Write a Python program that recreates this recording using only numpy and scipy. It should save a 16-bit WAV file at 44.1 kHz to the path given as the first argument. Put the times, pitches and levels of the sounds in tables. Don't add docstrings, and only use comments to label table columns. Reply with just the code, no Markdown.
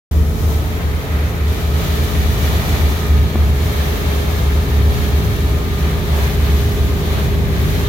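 import sys
import numpy as np
from scipy import signal
from scipy.fft import rfft, irfft, next_fast_len
from scipy.io import wavfile

SR = 44100
rng = np.random.default_rng(int(sys.argv[2]) if len(sys.argv) > 2 else 0)


def transcribe(u):
    v = np.clip(np.atleast_2d(u).T, -1, 1)
    q = np.round(v * 32767).astype(np.int16)
    wavfile.write(sys.argv[1], SR, q)


N = 347508
TIME = np.arange(N) / SR
BIN_HZ = np.maximum(np.fft.rfftfreq(next_fast_len(N), 1 / SR), 1)

# f/Hz, left minus right/dB
PORT_BALANCE = [(600, 0.0), (950, -1), (1300, 0), (1800, 0), (2300, 1.5), (3100, 0), (3900, 2.5), (5000, 0),
                (6500, -2), (8200, 1.5), (10300, 0), (12000, 0.5), (14000, 4)]
# f/Hz, relative density/dB
WIND_SPECTRUM = [(18, -16), (36, -5), (50, 7), (68, -14)]
# f/Hz, relative density/dB
RUMBLE_SPECTRUM = [(12, -22), (25, -23), (42, -2.5), (62, 3), (110, -3), (150, -2.5), (190, -9),
                   (300, -8.5), (430, -12), (500, -15), (700, -41)]
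# f/Hz, relative density/dB
BOOM_SPECTRUM = [(85, -22), (102, 0), (130, 2), (165, 3), (200, -7)]
# t/s, level/dB
LOAD = [(.5, -22.5), (1.05, -24.5), (2.3, -21), (4.2, -22.5), (5.1, -20.5), (5.9, -21.5), (7.8, -19.5)]
# f/Hz, relative density/dB
CHURN_SPECTRUM = [(330, -17), (480, -3), (620, 0.5), (800, -2), (1000, -4), (1250, -5), (1600, -21)]
# f/Hz, relative density/dB
WAKE_SPECTRUM = [(950, -12), (1260, -1.5), (1520, -.5), (1780, 2), (2080, -0.5), (2330, 0.5), (2600, -5),
                 (3100, -12.5)]
# f/Hz, relative density/dB
FOAM_SPECTRUM = [(2500, -8), (3100, 0), (3750, 0), (4250, -2.5), (4700, -6.5), (5300, -26)]
# f/Hz, relative density/dB
SPRAY_SPECTRUM = [(3900, -17), (4900, 0.5), (6500, 1.5), (7200, -2), (8100, -5.5), (8800, -5), (9600, -3.5),
                  (10600, -3.5), (11900, 1.5), (14000, 0), (16000, -2)]
# t/s, left minus right/dB
SPRAY_SIDE = [(.55, 4), (1.2, -0.5), (4.1, -1), (4.9, 1), (7.88, 0.5)]
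# t/s, hold/s, fade/s, wake level/dB, spray level/dB
SPLASHES = [(.3, 0.23, 0.053, -39, -37.5), (.7, 0.1, 0.12, -37, -54), (1.067, 0.083, 0.28, -35.5, -49),
            (1.418, 0.15, 0.34, -39, -36), (1.686, 0.91, 0.79, -32.5, -33.5),
            (2.33, 0.12, 0.065, -36, -31.5), (2.614, 0.14, 0.21, -31.5, -32.6),
            (3.495, 0.61, 0.35, -35.5, -36), (3.995, 0.83, 0.52, -38.5, -39.5),
            (4.814, 0.53, 0.66, -38.1, -38.5), (5.603, 0.65, 0.68, -37.5, -39.5),
            (6.047, 0.2, 0.49, -33.5, -36.2), (6.35, 0.56, 0.57, -38, -37), (7.01, 0.24, .1, -33, -37.5),
            (7.438, 0.84, 0.77, -34, -35.5)]
# t/s, contact level/dB
KNOCKS = [(3.357, -9)]
# f/Hz, level relative to the contact/dB, t60/s
SHELL_MODES = [(230, -5, 0.05), (370, -7, 0.04), (690, -5.5, 0.012), (1050, -12, 0.017)]
# crest t/s, engine speed gain/(rev/s), lead of the throb/s, throb gain/dB
WAVES = [(.17, 0.24, 0, 7), (1.76, 0.67, 0.39, 3.5), (2.45, 0.019, 0.21, 4), (3.51, .5, 0.26, 8),
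         (4.78, .69, 0, 7.5), (6.57, 0.68, 0.11, 5.5), (7.95, .47, 0, -5)]
# t/s, crank speed/(rev/s)
FAST_SPEED = [(0, 55.84), (4.33, 53.23), (7.88, 52.07)]
# t/s, speed deficit/(rev/s)
SLOW_LAG = [(.8, 2.0), (1.1, 2.53), (1.7, 3.05), (2.8, 2.235), (6.8, 2.126), (7.3, 2.06)]
# t/s, level/dB
GEAR_SWELLS = [(1.1, -52), (1.78, -43), (3.08, -41.5), (4.5, -49), (5.7, -42), (6.95, -45)]
# multiple of crank speed, level at mean load/dB
FAST_ORDERS = [(1, -26), (1.5, -23), (2, -33), (2.5, -34.5), (3, -30), (4, -33), (5, -40), (6.5, -44.5),
               (7, -40.5), (7.5, -46), (8, -38), (9, -47.5), (11, -47.5)]
# multiple of crank speed, level at mean load/dB
SLOW_ORDERS = [(1, -36.5), (1.5, -30.5), (2, -30.5), (2.5, -32.5), (3, -45.5), (3.5, -44.5), (4, -42),
               (5, -51.5), (5.5, -43.5), (7, -46), (12, -58)]

PORT_SPACING_M, FACING_S = 0.15, 1
WAKE_DB, SPRAY_DB, CHURN_DB = -34, -38.5, -33
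HULL_HZ, HULL_WIDTH_HZ, HUM_ORDER = 399.8, 30.5, 8
GEAR_TEETH, BLADES_PER_REV = 23, 3 * 5 / 11


def from_db(db):
    return 10 ** (np.asarray(db) / 20)


def rms_one(x):
    return x / np.sqrt(np.mean(x ** 2) + 1e-20)


def in_time(points):
    return np.interp(TIME, *np.transpose(points))


def at_hz(points, beyond=None):
    hz, db = np.transpose(points)
    return np.interp(np.log(BIN_HZ), np.log(hz), db, left=beyond, right=beyond)


def pan(db):
    return from_db([db / 2, -db / 2])


def swell(s, width_s):
    return np.exp(-.5 * np.minimum(((TIME - s) / width_s) ** 2, 100))


def drift(hz):
    step, settle = 40, 2000
    pole = np.exp(-2 * np.pi * hz * step / SR)
    noise = rng.standard_normal(N // step + settle + 2)
    slow = signal.lfilter([1], [1, -2 * pole, pole * pole], noise)[settle:]
    return np.interp(np.arange(N) / step, np.arange(len(slow)), rms_one(slow))


def hiss():
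    return rng.standard_normal((2, N))


def drops(per_s, spread_db):
    sizes = from_db(spread_db * np.minimum(rng.exponential(1, (2, N)), 4))
    signs = rng.choice([-1, 1], (2, N))
    return rms_one(sizes * signs * (rng.random((2, N)) < per_s / SR))


def ring(clicks, hz, t60):
    r, w = from_db(-60 / (t60 * SR)), 2 * np.pi * hz / SR
    return signal.lfilter([0, np.sin(w)], [1, -2 * r * np.cos(w), r * r], clicks + 1e-18)


def tone(cycles, waver, rough, width):
    angle = 2 * np.pi * cycles
    mid = (1 + waver * drift(2.7)) * np.sin(angle) + rough * drift(29) * np.cos(angle)
    side = width * drift(0.98) * np.cos(angle)
    return np.sqrt(2) * np.array([mid + side, mid - side])


def surround(excitation, spectrum, alike):
    size = next_fast_len(N)
    gain = from_db(at_hz(spectrum, beyond=-np.inf))
    likeness = alike * np.sinc(2 * BIN_HZ * PORT_SPACING_M / 343)
    mid, side = rfft(excitation, size) * gain * np.sqrt([1 + likeness, 1 - likeness])
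    ports = pan(at_hz(PORT_BALANCE)) * [mid + side, mid - side]
    return rms_one(irfft(ports, size)[:, :N])


def turned_away():
    return np.maximum(1 - TIME / FACING_S, 0)


def wind():
    return from_db(-21.5) * turned_away() * surround(hiss(), WIND_SPECTRUM, alike=0.72)


def hull(load_db, strain_db):
    rumble_db = load_db - 2.5 - 0.33 * strain_db + 0.97 * drift(11)
    boom_db = load_db - 8.5 + 2.5 * strain_db
    rumble = from_db(rumble_db) * surround(hiss(), RUMBLE_SPECTRUM, alike=0.83)
    return rumble + from_db(boom_db) * surround(hiss(), BOOM_SPECTRUM, alike=0.65)


def splash_levels(attack_s):
    power = np.ones((2, N)) * from_db([[WAKE_DB], [SPRAY_DB]]) ** 2
    for s, hold_s, fade_s, wake_db, spray_db in SPLASHES:
        start = round(s * SR)
        age = TIME[:N - start]
        shape = np.minimum(age / attack_s, 1) * np.exp(-np.maximum(age - hold_s, 0) / fade_s)
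        power[:, start:] += from_db([[wake_db], [spray_db]]) ** 2 * shape ** 2
    return 10 * np.log10(power)


def awning(sound, delay_s, share, sway):
    echoes = [np.interp(TIME - delay_s * (1 + sway * drift(0.28)), TIME, port) for port in sound]
    return (sound - share * np.array(echoes)) / np.sqrt(1 + share ** 2)


def water(fast, slow):
    wake_db, spray_db = splash_levels(attack_s=0.12)
    off_axis_db = -5.5 * turned_away()
    slosh_db = 0.54 * drift(2.2)
    churn_db = CHURN_DB + 0.84 * (wake_db - WAKE_DB) + 0.45 * off_axis_db + slosh_db
    wake_db = wake_db + off_axis_db + slosh_db
    spray_db = spray_db + slosh_db
    foam_db = np.minimum(wake_db - 2.5, spray_db) + 0.6 + 0.34 * off_axis_db
    exhaust = 1 + 0.12 * (np.sin(2 * np.pi * 2 * fast) + np.sin(2 * np.pi * 2 * slow))
    churn = from_db(churn_db + .8 * drift(11)) * surround(hiss() * exhaust, CHURN_SPECTRUM, alike=1)
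    wake = from_db(wake_db + .5 * drift(14)) * surround(
        hiss() + 0.74 * drops(per_s=2500, spread_db=2.0), WAKE_SPECTRUM, alike=0.88)
    foam = from_db(foam_db + .5 * drift(7)) * surround(
        hiss() + 0.47 * drops(per_s=1900, spread_db=2.5), FOAM_SPECTRUM, alike=0.4)
    spray = from_db(spray_db + 0.65 * drift(17)) * surround(
        hiss() + 0.34 * drops(per_s=6300, spread_db=-1.0), SPRAY_SPECTRUM, alike=.5)
    wash = awning(wake + foam, delay_s=0.001955, share=0.17, sway=0.079)
    return churn + wash + spray * pan(in_time(SPRAY_SIDE))


def knock(contact_s):
    push = sum(from_db(db) * swell(s + contact_s, contact_s) for s, db in KNOCKS)
    clicks = np.zeros(N)
    for s, db in KNOCKS:
        clicks[round(s * SR)] = from_db(db)
    return push + sum(from_db(db) * ring(clicks, hz, t60) for hz, db, t60 in SHELL_MODES)


def wave_lift(late_s):
    return sum(gain * swell(s + late_s, width_s=.37) for s, gain, _, _ in WAVES)


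def crank_turns():
    speed = in_time(FAST_SPEED) + wave_lift(late_s=0)
    return np.cumsum([speed, speed - in_time(SLOW_LAG)], axis=1) / SR


def gear_whine(fast, slow):
    swell_power = sum((from_db(db) * swell(s, width_s=.18)) ** 2 for s, db in GEAR_SWELLS)
    fast_gain = np.sqrt(from_db(-50) ** 2 + swell_power)
    fast_mesh = fast_gain * tone(GEAR_TEETH * fast, waver=0.12, rough=0.24, width=1.0)
    return fast_mesh + from_db(-56) * tone(GEAR_TEETH * slow, waver=.3, rough=0.51, width=.7)


def hull_hum(slow):
    hum_hz = HUM_ORDER * np.gradient(slow) * SR
    detuning = 2 * (hum_hz - HULL_HZ) / HULL_WIDTH_HZ
    resonant = from_db(-33.5) / (1 + detuning ** 2)
    settling_db = 7 * wave_lift(late_s=0.11)
    gain = np.hypot(from_db(-39.5), resonant) * from_db(settling_db)
    return gain * tone(HUM_ORDER * slow, waver=0.07, rough=0.033, width=0.51)


def engine(turns, orders, waver, rough):
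    return sum(from_db(db) * tone(order * turns + rng.random(), waver, rough, width=0.14)
               for order, db in orders)


def propellers(fast, slow, in_step_s):
    in_step, phase = round(in_step_s * SR), rng.random()
    fast_blades, slow_blades = [
        tone(BLADES_PER_REV * (turns - turns[in_step]) + phase, waver=0.057, rough=0.088, width=0.18)
        for turns in (fast, slow)]
    bite_db = sum(db * swell(s - lead_s, width_s=0.32) for s, _, lead_s, db in WAVES)
    return from_db(-22.5 + bite_db) * (fast_blades + from_db(-2.3) * slow_blades)


def scene():
    fast, slow = crank_turns()
    load_db = in_time(LOAD)
    strain_db = load_db - load_db.mean()
    engines = from_db(1.15 * strain_db) * engine(fast, FAST_ORDERS, waver=0.12, rough=0.14)
    engines += from_db(1.4 * strain_db) * engine(slow, SLOW_ORDERS, waver=0.4, rough=0.21)
    drives = propellers(fast, slow, in_step_s=.165) + hull_hum(slow) + gear_whine(fast, slow)
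    background = hull(load_db, strain_db) + wind() + water(fast, slow)
    onset = np.clip((TIME - .111) / .002, 0, 1)
    return onset * (background + knock(contact_s=0.00036) + engines + drives)


def record(dry):
    rounded = 1.721 * np.tanh(dry / 1.88)
    return signal.sosfilt(signal.ellip(12, .1, 80, 15800, fs=SR, output="sos"), rounded)


dry = scene()
out = record(dry)
transcribe(out)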